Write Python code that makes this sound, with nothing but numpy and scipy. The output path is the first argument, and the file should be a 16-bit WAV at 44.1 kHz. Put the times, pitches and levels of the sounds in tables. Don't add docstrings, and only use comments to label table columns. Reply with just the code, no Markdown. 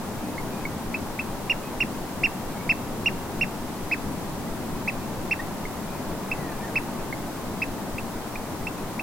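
import sys
import numpy as np
from scipy import signal
from scipy.fft import rfft, irfft
from scipy.io import wavfile
from scipy.ndimage import uniform_filter1d

SR = 44100
rng = np.random.default_rng(int(sys.argv[2]) if len(sys.argv) > 2 else 0)


def materialize(psi):
    bounded = np.clip(np.atleast_2d(psi).T, -1, 1)
    quanta = np.round(bounded * 32767).astype(np.int16)
    wavfile.write(sys.argv[1], SR, quanta)


N = 397782
TIME = np.arange(N) / SR


def undb(db):
    return 10 ** (np.asarray(db) / 20)


def add(track, start_s, sound):
    i = int(start_s * SR)
    track[i:i + len(sound)] += sound[:N - i]


def noise(spectrum):
    hz, db = np.transpose(spectrum)
    bin_hz = np.maximum(np.arange(N // 2 + 1) * SR / N, 1)
    colour = undb(np.interp(np.log(bin_hz), np.log(hz), db))
    x = irfft(rfft(rng.standard_normal(N)) * colour, N)
    return x / x.std()


def walk(rate_hz, size=N):
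    hold = int(SR / rate_hz)
    steps = np.repeat(rng.standard_normal(size // hold + 2), hold)
    return uniform_filter1d(uniform_filter1d(steps, hold), hold)[:size]


def surf(level_db=-33, side_db=-11.5, side_tilt_db=1.1, narrowest_hz=230, pan_db=2.0, ripple_db=1.5):
    # frequency_hz, density_db
    spectrum = [(20, -3.5), (42, -20.5), (70, -5.5), (120, -5), (200, -0.5), (290, -3), (470, -9.5),
                (950, -10), (1350, -18), (2100, -25.5), (3200, -43.5), (6000, -50)]
    # time_s, rumble_db, rush_db
    swell = [(0, 1.5, 0), (2, 0, -0.4), (4.2, 0.8, -0.3), (5.3, 1.5, 0), (6.5, 0, 1.2), (7.75, .7, -0.3),
             (8.3, -2.5, 0), (9, -1, 0)]
    side_spectrum = [(hz, db + side_tilt_db * abs(np.log2(hz / narrowest_hz))) for hz, db in spectrum]
    wash = noise(spectrum) + undb(side_db) * noise(side_spectrum) * np.array([[1], [-1]])
    rumble = signal.sosfiltfilt(signal.butter(2, 420, fs=SR, output="sos"), wash)
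    rush = wash - rumble
    time_s, *levels = np.transpose(swell)
    rumble_db, rush_db = (np.interp(TIME, time_s, db) for db in levels)
    swelling = rumble * undb(rumble_db + ripple_db * walk(11)) + rush * undb(rush_db)
    return swelling * undb(level_db + np.array([[pan_db], [-pan_db]]) / 2)


def electronics(hiss_db=-41.5, whine_db=-70, whine_hz=7617, throb_db=-31, throb_hz=16.3):
    # frequency_hz, density_db
    spectrum = [(100, 4), (2500, 0), (4500, -2.3), (9000, -4), (16000, -5.5)]
    hiss = undb(hiss_db) * np.array([noise(spectrum), noise(spectrum)])
    whine = undb(whine_db) * np.sqrt(2) * np.sin(2 * np.pi * whine_hz * TIME)
    first_s, period_s = -.0326, .2276
    from_dip_s = (TIME - first_s + period_s / 2) % period_s - period_s / 2
    spread = (np.pi * throb_hz * from_dip_s) ** 2
    throb = undb(throb_db) * (2 * spread - 1) * np.exp(-spread)
    return hiss + whine + throb


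def far_waders(waver=0.019, flutter_db=2.3, gain_db=-2.5, octave_db=-20, sag_per_s=.2):
    # start_s, length_s, middle_hz, glide_share, level_db
    whistles = [(0.19, 0.17, 2530, .055, -50), (0.50, .13, 2460, 0.066, -48), (1.626, .08, 2550, .03, -46),
                (2.55, .097, 2220, .04, -46.5), (4.465, .024, 1980, 0, -41),
                (5.391, 0.021, 1837, 0.075, -29.5), (5.82, .2, 2460, .07, -52),
                (6.331, .24, 1897, -.22, -42.5), (6.55, .09, 2400, -.02, -49),
                (6.592, .1, 1845, 0.122, -43), (6.617, 0.077, 1760, -0.059, -42)]
    out = np.zeros(N)
    for start_s, length_s, middle_hz, glide, db in whistles:
        u = np.linspace(0, 1, int(length_s * SR))
        arch = 1 + glide * (u - .5) - sag_per_s * length_s * (2 * u - 1) ** 2
        hz = middle_hz * arch * (1 + waver * walk(151, len(u)))
        phase = 2 * np.pi * np.cumsum(hz) / SR
        swell = np.sqrt(np.abs(np.sin(np.pi * u)))
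        loudness = swell * undb(db + gain_db + flutter_db * walk(95, len(u)))
        add(out, start_s, loudness * (np.sin(phase) + undb(octave_db) * np.sin(2 * phase)))
    return out


def flock(count=44, centre_hz=2450, spread=.1, glide=0.059, length_s=0.084, level_db=-56):
    out = np.zeros(N)
    u = np.linspace(0, 1, int(length_s * SR))
    swell = undb(level_db) * np.sin(np.pi * u)
    for when, pitch, slope in rng.uniform(-1, 1, (count, 3)):
        hz = centre_hz * (1 + spread * pitch + glide * slope * u)
        add(out, abs(when) * TIME[-1], swell * np.sin(2 * np.pi * np.cumsum(hz) / SR))
    return out


def oystercatcher(waver=0.006, flutter_db=0.8, rasp_db=2, slack_db=-7, late_push_db=6.0):
    # start_s, length_s, top_hz, leap_time_constant_s, level_db
    pips = [(0.379, .027, 2166, .0014, -34), (0.652, .013, 2225, .0007, -28),
            (0.9413, 0.02, 2650, .003, -25), (1.19, 0.023, 2680, 0.0034, -26),
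            (1.496, .029, 2820, .0027, -17), (1.8033, 0.028, 2793, 0.0027, -16.5),
            (2.2335, 0.031, 2787, 0.0041, -14.7), (2.6913, .03, 2740, 0.0045, -15.5),
            (3.058, 0.029, 2813, .002, -16), (3.41, .029, 2785, .0027, -17), (3.912, .031, 2663, .006, -19),
            (4.875, .023, 2715, 0.0057, -21), (5.309, .026, 2745, .0041, -17.7),
            (5.6527, 0.01, 2150, .0007, -32), (6.313, 0.021, 2690, .0026, -23.5),
            (6.755, .028, 2705, 0.00445, -18.5), (7.1254, .018, 2170, .0012, -30),
            (7.617, .02, 2700, 0.0038, -20.3), (7.981, 0.015, 2710, 0.0028, -29),
            (8.355, 0.013, 2470, .0016, -32.5), (8.6677, 0.02, 2720, .0026, -28.5),
            (8.9925, 0.017, 2700, .0034, -27)]
    # level_db, fade_db, drop_share, octave_db
    effort = [(-26.5, 16, .12, -23.5), (-19, 1, 0.44, -22)]
    attack_s, hold_share, release_s = 0.0016, 0.77, 0.0062
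    leap_share, usual_leap_s, leap_curve = 0.301, 0.0036, 1.33
    drop_middle, drop_width = .99, .115
    effort_db, *traits = np.transpose(effort)
    out = np.zeros(N)
    for start_s, length_s, top_hz, leap_s, db in pips:
        fade_db, drop, octave_db = (np.interp(db, effort_db, trait) for trait in traits)
        fade_db -= late_push_db * (leap_s / usual_leap_s - 1)
        t = TIME[:int((length_s + 3 * release_s) * SR)]
        u = t / length_s
        opening_slack = leap_share * np.exp(-(t / leap_s) ** leap_curve)
        closing_slack = drop / (1 + np.exp((drop_middle - u) / drop_width))
        slack = opening_slack + closing_slack
        hz = top_hz * (1 - slack) * (1 + waver * walk(520, len(t)))
        phase = 2 * np.pi * np.cumsum(hz) / SR
        release = np.exp(-np.maximum(t - hold_share * length_s, 0) / release_s)
        push = (1 - np.exp(-t / attack_s)) * release
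        contour_db = db - fade_db * (u - .5) + slack_db * slack
        loudness = push * undb(contour_db + flutter_db * walk(390, len(t)))
        octave = push ** .3 * undb(octave_db + rasp_db * walk(320, len(t)))
        add(out, start_s, loudness * (np.sin(phase) + octave * np.sin(2 * phase)))
    return out


def ground_bounce(call, lag_s=.00158, left_share=0.26, right_share=0.025, left_db=-1.0, right_db=1.7):
    bounce = np.interp(TIME - lag_s, TIME, call, left=0)
    left = undb(left_db) * (call + left_share * bounce)
    right = undb(right_db) * (call + right_share * bounce)
    return np.array([left, right])


def shore_scatter(call, early_db, early_t60_s, late_db, late_t60_s):
    t = TIME[:SR]
    tails = 0
    for db, t60_s in ((early_db, early_t60_s), (late_db, late_t60_s)):
        tail = rng.standard_normal((2, SR)) * np.exp(-np.log(1000) * t / t60_s) * (t > .003)
        tails = tails + undb(db) * tail / np.linalg.norm(tail, axis=1, keepdims=True)
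    return signal.fftconvolve(call[None], tails, axes=1)[:, :N]


def scene():
    near = oystercatcher()
    far = far_waders() + flock()
    near_tail = shore_scatter(near, early_db=-10, early_t60_s=0.058, late_db=-25.0, late_t60_s=0.67)
    far_tail = shore_scatter(far, early_db=-8, early_t60_s=.12, late_db=-10, late_t60_s=.6)
    return surf() + electronics() + far + far_tail + ground_bounce(near) + near_tail


def record(dry):
    top_hz = 15850
    return signal.sosfilt(signal.ellip(12, .1, 80, top_hz, fs=SR, output="sos"), dry)


dry = scene()
out = record(dry)
materialize(out)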